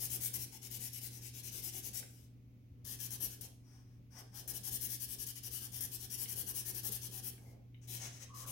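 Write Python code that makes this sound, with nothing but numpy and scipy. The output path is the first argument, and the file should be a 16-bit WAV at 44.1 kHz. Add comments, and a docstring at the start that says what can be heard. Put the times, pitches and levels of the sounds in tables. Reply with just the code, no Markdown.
"""In a small room, a felt-tip marker colours in a drawing on paper on wood, about ten strokes a second.
Sliding friction plucks the paper's fibres into a rasp and a hiss, close to the left microphone;
the right one hears mostly reverberation. The tip or the hand slides lightly, the wood rumbles,
the pen ticks on impact, its cap rings thinly, and stick-slip motion makes the felt squeak once.
Behind it all an appliance hums at twice the mains frequency."""
import sys
import numpy as np
from scipy import signal
from scipy.fft import rfft, irfft, next_fast_len
from scipy.io import wavfile
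from scipy.ndimage import uniform_filter1d, map_coordinates

SR = 44100
rng = np.random.default_rng(int(sys.argv[2]) if len(sys.argv) > 2 else 0)


def log_audio(samples):
    """Write samples as a 16-bit WAV file to the path given in sys.argv[1]."""
    # one column per channel
    frames = np.atleast_2d(samples).T
    # limit to full scale, then quantise
    limited = np.clip(frames, -1, 1)
    pcm = np.round(limited * 32767).astype(np.int16)
    wavfile.write(sys.argv[1], SR, pcm)


N = 375291

# Tip friction on the far part of the drawing. Each row: frequency in Hz, relative density in dB.
FAR_TIP_SPECTRUM = [(300, -35), (1250, -27.5), (1750, -15), (2100, -20.5), (2600, -17.5), (3200, -11.5),
                    (3900, -17.5), (5600, -4.5), (6700, -5.5), (7400, -9.5), (8200, -4), (11300, 2.5),
                    (14000, 1), (15600, 0.5)]


def marker(speed, hiss_gain, rasp_gain, split_hz=7500):
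    """Sliding friction: a faster tip plucks more fibres a second, giving a low rasp and a high hiss."""
    # Tip friction on the near part. Each row: frequency in Hz, relative density in dB.
    near_tip_spectrum = [(300, -27.5), (800, -29.5), (1150, -37.5), (1450, -20.5), (2050, -12.5),
                         (3000, -11), (4200, -13), (5400, -2.5), (6700, -3.5), (7500, -6), (10500, -3),
                         (13000, -2), (14400, -3.5), (15700, -4)]
    friction = patchy(fibres(2000 + 5000 * speed, snap_share=0.34, uneven_db=1.1), depth_db=2.5)
    sound = amp(-22 + 3.3 * wobble(14)) * rasp_gain * sheet(friction)
    far = on_far_part()
    for place, spectrum in ((~far, near_tip_spectrum), (far, FAR_TIP_SPECTRUM)):
        tip = coloured(friction, spectrum)
        rasp = filtered(tip, lambda hz: 1 / (1 + (hz / split_hz) ** 12))
        hiss = tip - rasp
        sound += place * (amp(0.65) * rasp_gain * unit(rasp) + amp(1.83) * hiss_gain * unit(hiss))
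    return sound


def strokes(hiss_power=0.9, rasp_power=0.48, firm_db=-47.5):
    """Friction noise follows power laws: hiss grows faster with speed and firmness than rasp does."""
    # Each row: start in seconds, length in seconds, relative hiss level at top speed in dB.
    pen_strokes = [(-0.007, 0.084, -36.0), (0.094, 0.084, -35.5), (0.201, 0.092, -33.5),
                   (0.329, 0.049, -36.5), (0.378, 0.079, -40.5), (0.512, 0.071, -50), (0.614, 0.072, -46.5),
                   (0.7, 0.088, -42.0), (0.79, 0.105, -41.5), (0.918, 0.083, -43.5), (1.005, 0.087, -42.5),
                   (1.101, 0.103, -50.5), (1.209, 0.095, -46.5), (1.329, 0.09, -48), (1.425, 0.081, -43.5),
                   (1.507, 0.11, -43), (1.616, 0.091, -39.5), (1.719, 0.094, -42), (1.824, 0.075, -42),
                   (1.929, 0.082, -38.5), (2.031, 0.25, -64), (2.844, 0.12, -42.5), (2.987, 0.092, -40),
                   (3.1, 0.068, -40), (3.199, 0.075, -34.5), (3.297, 0.058, -49.0), (3.407, 0.066, -48),
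                   (4.174, 0.044, -55), (4.338, 0.084, -46), (4.474, 0.052, -39), (4.533, 0.057, -40.5),
                   (4.63, 0.077, -37), (4.707, 0.072, -34), (4.802, 0.078, -35.0), (4.882, 0.088, -37.5),
                   (4.996, 0.066, -37), (5.079, 0.077, -39.0), (5.183, 0.066, -37.5), (5.259, 0.065, -42.0),
                   (5.35, 0.048, -46.5), (5.427, 0.064, -41.5), (5.505, 0.094, -38.5), (5.594, 0.086, -43),
                   (5.716, 0.085, -41.5), (5.798, 0.07, -37.0), (5.912, 0.064, -41), (5.989, 0.079, -44),
                   (6.097, 0.071, -38.5), (6.169, 0.088, -37.5), (6.275, 0.073, -38.5),
                   (6.352, 0.079, -36.5), (6.461, 0.063, -36.0), (6.54, 0.083, -35.5),
                   (6.648, 0.072, -36.5), (6.739, 0.07, -39), (6.829, 0.068, -35.0), (6.906, 0.075, -38.5),
                   (7.009, 0.074, -41.5), (7.11, 0.1, -42.0), (7.225, 0.083, -40.0), (7.391, 0.16, -67.5),
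                   (7.871, 0.12, -42.5), (8.34, 0.11, -49), (8.459, 0.07, -43.5)]
    speed, hiss_gain, rasp_gain = np.zeros((3, N))
    for start, length, db in pen_strokes:
        on, pace = swing(start, length, top=0.61, bite=0.83)  # bite < 1: stuck felt lets go suddenly
        rasp_db = db - 6 - 0.51 * max(0, db - firm_db)
        speed[on] = pace
        hiss_gain[on] += amp(db) * pace ** hiss_power
        rasp_gain[on] += amp(rasp_db) * pace ** rasp_power
    return speed, hiss_gain, rasp_gain


def fibres(per_second, snap_share, uneven_db):
    """Shot noise: single fibres snap over a smooth rub, clumped by the paper's tooth."""
    chance = per_second / SR
    snaps = (rng.random(N) < chance) * rng.standard_normal(N) / np.sqrt(chance)
    rub = np.sqrt(snap_share) * snaps + np.sqrt(1 - snap_share) * rng.standard_normal(N)
    return unit(rub * amp(uneven_db * wobble(500)))


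def sheet(friction):
    """Forced vibration: friction drives the damped modes of the paper on the wood."""
    # Each row: resonance frequency in Hz, bandwidth in Hz, relative level in dB.
    modes = [(335, 53, 4), (467, 60, -4), (780, 143, -2)]

    def response(f):
        return sum((-1) ** k * amp(db) * 1j * f * width / (hz * hz - f * f + 1j * f * width)
                   for k, (hz, width, db) in enumerate(modes))
    return unit(filtered(friction, response))


def lean(x, weight, body_hz=1710):
    """Mechanical coupling: weight joins the tip more firmly to the wood; lows grow, the hiss stays."""
    return x + (weight - 1) * filtered(x, lambda hz: 1 / (1 + (hz / body_hz) ** 6))


def brushing():
    """Light friction: the tip or the hand slides slowly over the sheet; the hand's edge scuffs dully."""
    # Each row: start in seconds, length in seconds, level at top speed in dB.
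    slides = [(3.625, 0.22, -66.5), (3.797, 0.21, -77), (4.103, 0.078, -60), (4.15, 0.08, -52.5),
              (4.314, 0.095, -58), (7.812, 0.059, -62), (7.887, 0.2, -53), (7.998, 0.1, -44.5),
              (8.098, 0.11, -54), (8.196, 0.06, -47.5), (8.331, 0.13, -53.5)]
    # Each row: centre in seconds, half length in seconds, level in dB.
    scuffs = [(2.024, 0.026, -66.5), (3.463, 0.055, -72.5), (4.215, 0.05, -70), (4.446, 0.046, -70),
              (4.543, .045, -67), (7.49, 0.12, -69.5), (8.021, 0.041, -70), (8.492, 0.063, -65)]
    # Slides on each part, and the hand's edge. Each row: frequency in Hz, relative density in dB.
    far_spectrum = [(300, -28), (780, -0.5), (1100, -2), (1350, -4.5), (1700, 0.5), (2800, -11.5),
                    (3250, -6.5), (4100, -16), (5100, 3.5), (5700, 7.5), (7400, -13), (8300, -1.5),
                    (11000, -10), (15500, -7.5)]
    near_spectrum = [(300, -15.5), (800, -13), (1200, -18.5), (1900, -9.5), (2700, -11.5), (4400, -16.5),
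                     (5600, -3), (6600, 0), (7200, -11), (7800, -7), (8800, -12), (10700, -12),
                     (12000, -17), (15500, -13)]
    edge_spectrum = [(150, -14), (300, -1.5), (480, 2), (780, 0.5), (1200, -17), (2500, -21), (6000, -49.5)]
    slide_gain = np.zeros(N)
    for start, length, db in slides:
        on, pace = swing(start, length, top=0.6, bite=0.6)
        slide_gain[on] += amp(db) * pace ** 1.15
    rub = patchy(fibres(4000, snap_share=0.16, uneven_db=0), depth_db=0.5)
    sliding = np.where(on_far_part(), coloured(rub, far_spectrum), coloured(rub, near_spectrum))
    scuff_gain = sum(amp(db) * np.exp(-((clock() - s) / half) ** 2) for s, half, db in scuffs)
    edge = coloured(rng.standard_normal(N), edge_spectrum)
    return slide_gain * sliding + scuff_gain * edge


def contacts(tick_t60=0.016, tap_t60=0.083):
    """Impact excitation: the plastic barrel ticks in three damped modes; the felt lands with a tap."""
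    # Each row: start in seconds, level in dB, lowest mode in Hz.
    barrel_ticks = [(2.028, -47.5, 1530), (6.258, -44, 2140), (7.38, -56, 1620), (7.745, -54.5, 2170)]
    # The felt lands or turns round. Each row: start in seconds, relative level in dB.
    landings = [(0.339, -32), (0.629, -50), (0.712, -38), (0.931, -40.5), (2.85, -44), (3.002, -34.5),
                (3.106, -38), (3.411, -36), (4.477, -32), (4.634, -48), (5.267, -34), (5.434, -43),
                (5.808, -30), (6.748, -35), (6.92, -31)]
    t = np.arange(SR // 10) / SR
    ticks, taps = np.zeros((2, N))
    for s, db, hz in barrel_ticks:
        ring = sum(size * np.sin(2 * np.pi * ratio * hz * t)
                   for ratio, size in ((1, 1), (1.38, -1), (1.75, .45)))
        add(ticks, s, amp(db - 60 * t / tick_t60) * ring * (1 - np.exp(-t / 0.00021)))
    for s, db in landings:
        add(taps, s, amp(db - 60 * t / tap_t60) * rng.standard_normal(len(t)))
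    return ticks + filtered(taps, lambda hz: amp(along(FAR_TIP_SPECTRUM, hz)))


def squeak():
    """Stick-slip: the felt squeaks and breaks up into a scrape."""
    # Each row: time in seconds, pitch in Hz, phase scatter in radians.
    glide = [(8.3, 1110, 0.55), (8.35, 1127, 0.6), (8.41, 1132, 0.55), (8.449, 1157, 1.4), (8.51, 1167, 2)]
    times, *columns = np.transpose(glide)
    pitch, scatter = (np.interp(clock(), times, column) for column in columns)
    envelope = amp(-58.5) * flare(8.28, attack_s=0.026, fade_db_per_s=43)
    return envelope * rough_tone(pitch, drift=0.00606, scatter_rad=scatter)


def cap_ring():
    """Resonance: the pen's cap rings thinly in a pause."""
    envelope = amp(-76) * flare(7.44, attack_s=0.024, fade_db_per_s=126)
    return envelope * rough_tone(2150, drift=0.0076, scatter_rad=0.97)


def wood(effort, bump_hz=92, bump_t60=0.04, smoothing_s=0.14, rest_db=-56.5):
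    """Structure-borne sound: the wood rumbles more as the hand draws harder and thuds as it settles."""
    # Each row: start in seconds, level in dB.
    bumps = [(2.718, -35), (2.842, -40), (4.723, -37), (7.482, -38)]
    # The woody rub and the deep rumble. Each row: frequency in Hz, relative density in dB.
    drag_spectrum = [(150, -12.5), (280, -1), (350, 1), (480, -1.5), (560, -6.5), (750, -17), (1200, -16),
                     (3000, -47)]
    rumble_spectrum = [(22, -17.5), (45, 1.5), (65, 6.5), (100, 0.5), (140, -3), (210, 0.5), (270, -9.5),
                       (400, -33.5), (800, -64.5)]
    t = np.arange(SR // 5) / SR
    thuds = np.zeros(N)
    for s, db in bumps:
        envelope = amp(db - 60 * t / bump_t60) * (1 - np.exp(-t / 0.0054))
        add(thuds, s, envelope * np.sin(2 * np.pi * bump_hz * t))
    # the hand moves more smoothly than the tip, and grips unevenly
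    motion = np.abs(uniform_filter1d(effort, int(smoothing_s * SR))) + amp(rest_db)
    grip = unit(motion ** 0.72 * amp(2.5 * wobble(16)))
    drag = amp(-69.5) * grip * diffuse(drag_spectrum)
    rumble = amp(-62.5) * unit(grip ** 0.5) * diffuse(rumble_spectrum)
    return thuds + drag + rumble


def room(x, right_delay_s=0.000171):
    """Direct and reverberant fields: the first favours the left, the second shifts as the pen wanders."""
    # Direct path to the right microphone, and reflections. Each row: frequency in Hz, gain in dB.
    right_gain = [(400, -1), (1200, -5), (1700, -17), (3000, -36.5), (4000, -30), (6000, -15.5),
                  (11000, -24), (15000, -15.5)]
    reverb_gain = [(400, 1.5), (2000, -3.5), (4000, -0.5), (6000, -9.5), (10000, -8), (15000, -12)]
    spot = 1.85 * wobble(3)
    reflections = echo(x * np.cos(spot)) + echo(x * np.sin(spot))
    reverb = filtered(reflections, lambda f: amp(along(reverb_gain, f)))
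    right = filtered(x, lambda f: amp(along(right_gain, f)) * np.exp(-2j * np.pi * f * right_delay_s))
    return np.array([x, right]) + reverb


def echo(x, early_db=-3, early_s=0.0037):
    """Convolution with a room response: early reflections, then a tail that dies faster in the treble."""
    # Each row: frequency in Hz, reverberation time in seconds.
    t60 = [(300, 0.48), (3000, 0.4), (8000, 0.44), (15000, 0.27)]
    hz, t, noise = signal.stft(rng.standard_normal((2, SR // 2)), SR, nperseg=256)
    decay = amp(-60 * t / along(t60, hz)[:, None]) + amp(early_db) * np.exp(-t / early_s)
    tail = signal.istft(noise * decay, SR, nperseg=256)[1]
    tail = np.pad(tail / np.linalg.norm(tail[0]), ((0, 0), (SR // 500, 0)))  # arrives 2 ms late
    return signal.fftconvolve(x[None], tail, axes=1)[:, :N]


def appliance(hum_hz=120):
    """Forced vibration at twice the mains frequency gives a wavering hum, joined by weak motor tones."""
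    # Each row: time in seconds, rms level in dB.
    hum_levels = [(0.0, -54.5), (0.16, -52.5), (0.47, -52.5), (0.52, -62), (0.68, -55), (1.21, -54),
                  (2.58, -61), (3.1, -53), (3.62, -60.5), (4.83, -56), (5.37, -57.5), (5.44, -55.5),
                  (6.49, -56.5), (6.96, -52.5), (7.6, -58), (7.98, -50.5), (8.21, -57), (8.5, -52.5)]
    # Each row: frequency in Hz, rms level in dB.
    motor_tones = [(37.5, -78), (240, -74), (261.3, -76.5), (287.5, -75)]
    t = clock()
    hum_db = np.interp(t, *np.transpose(hum_levels)) + 0.06 * wobble(7)
    hum = amp(hum_db) * np.sin(2 * np.pi * hum_hz * t + .08 * wobble(7.5))
    motor = sum(amp(db + 0.45 * wobble(2.6)) * np.sin(2 * np.pi * hz * t + 0.25 * wobble(1.2))
                for hz, db in motor_tones)
    return np.sqrt(2) * (hum + motor)


def air():
    """Ambient noise: the room's air forms a faint, steady diffuse field."""
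    # Each row: frequency in Hz, relative density in dB.
    air_spectrum = [(22, -20.5), (45, -9), (105, 3.5), (150, -7), (270, -9.5), (470, -19.5), (650, -22.5),
                    (1000, -33.5), (1700, -33), (2250, -27.5), (4000, -35.5), (6200, -36), (8000, -45),
                    (15000, -35)]
    return amp(-66.5) * diffuse(air_spectrum)


def diffuse(spectrum):
    """A diffuse field at rms 1: the two sides are alike in the bass and unrelated in the treble."""
    # Each row: frequency in Hz, left-right coherence as a ratio.
    coherence = [(40, 0.81), (120, 0.84), (250, 0.57), (400, 0.65), (600, 0), (8000, 0.046)]

    def response(hz):
        angle = np.arccos(along(coherence, hz)) / 2
        return amp(along(spectrum, hz)) * [np.cos(angle), np.sin(angle)]
    mid, side = filtered(rng.standard_normal((2, N)), response)
    return unit(np.array([mid + side, mid - side]))


def rough_tone(hz, drift, scatter_rad):
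    """Random modulation: a tone wavers in frequency, phase and amplitude."""
    phase = 2 * np.pi * np.cumsum(hz * (1 + drift * wobble(25))) / SR
    return unit(np.sin(phase + scatter_rad * wobble(300)) * amp(2 * wobble(120)))


def patchy(x, depth_db):
    """Spectral modulation: smooth random gains shift the colour from spot to spot."""
    spectra = signal.stft(x, nperseg=512)[2]
    field = uniform_filter1d(rng.standard_normal(spectra.shape), size=3, axis=0)
    field = uniform_filter1d(field, size=14, axis=1)
    return unit(signal.istft(spectra * amp(depth_db * unit(field)), nperseg=512)[1][:N])


def swing(start, length, top, bite):
    """Samples and speed (0-1) of a movement that accelerates for the share top of its length, then slows."""
    on = np.arange(max(0, int(start * SR)), min(N, int((start + length) * SR)))
    done = (on / SR - start) / length
    pace = np.sin(np.pi / 2 * np.interp(done, [0, top, 1], [0, 1, 0]))
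    return on, pace ** np.where(done < top, bite, 1)


def flare(start, attack_s, fade_db_per_s):
    """An envelope of quadratic growth and exponential decay."""
    t = clock() - start
    return np.clip(t / attack_s, 0, 1) ** 2 * amp(-fade_db_per_s * np.maximum(t - attack_s, 0))


def on_far_part(from_s=2.6, to_s=7.7):
    """True while the pen works on the far part of the drawing."""
    return (clock() > from_s) & (clock() < to_s)


def wobble(rate):
    """A smooth random curve, rate knots a second."""
    knots = rng.standard_normal(int(N * rate / SR) + 4)
    return map_coordinates(knots, [np.arange(N) * rate / SR])


def filtered(x, response):
    """Linear filtering: the spectrum of x times a frequency response."""
    size = next_fast_len(N + 8192)
    return irfft(rfft(x, size) * response(np.fft.rfftfreq(size, 1 / SR)), size)[..., :N]


def coloured(x, spectrum):
    """x shaped by a spectrum, at rms 1."""
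    return unit(filtered(x, lambda hz: amp(along(spectrum, hz))))


def along(points, hz):
    """Interpolate (Hz, value) points on a log axis."""
    f, v = np.transpose(points)
    return np.interp(np.log(hz + 1), np.log(f + 1), v)


def add(track, s, sound):
    """Superpose a sound on a track at s seconds."""
    part = track[round(s * SR):][:len(sound)]
    part += sound[:len(part)]


def amp(db):
    """Decibels to gain."""
    return 10 ** (np.asarray(db) / 20)


def unit(x):
    """Scale to rms 1."""
    return x / np.sqrt(np.mean(x ** 2) + 1e-20)


def clock():
    """The time of every sample in seconds."""
    return np.arange(N) / SR


def scene():
    """Superposition of all sources; the squeak and the ring sound equally on both sides, with some echo."""
    # How heavily the hand leans on the pen. Each row: time in seconds, gain of the lows in dB.
    leaning = [(0, 3.5), (0.6, -0.5), (1.25, -4), (1.55, 1.5), (2.6, 0), (3.05, 1.5), (3.5, 3), (4.5, 3),
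               (5.05, -7.5), (5.35, -4), (5.6, 0.5), (6.3, 0), (6.85, 2), (8.5, -2)]
    weight = amp(np.interp(clock(), *np.transpose(leaning)))
    speed, hiss_gain, rasp_gain = strokes()
    tones = squeak() + cap_ring()
    rubbing = lean(marker(speed, hiss_gain, rasp_gain), weight) + brushing() + contacts()
    drawing = room(rubbing) + tones + amp(-0.5) * echo(tones)
    return drawing + wood(effort=weight * hiss_gain) + appliance() + air()


def record(dry, top_hz=15850):
    """Band limiting: an ideal low-pass filter removes the highest treble."""
    return filtered(dry, lambda hz: hz < top_hz)


dry = scene()
out = record(dry)
log_audio(out)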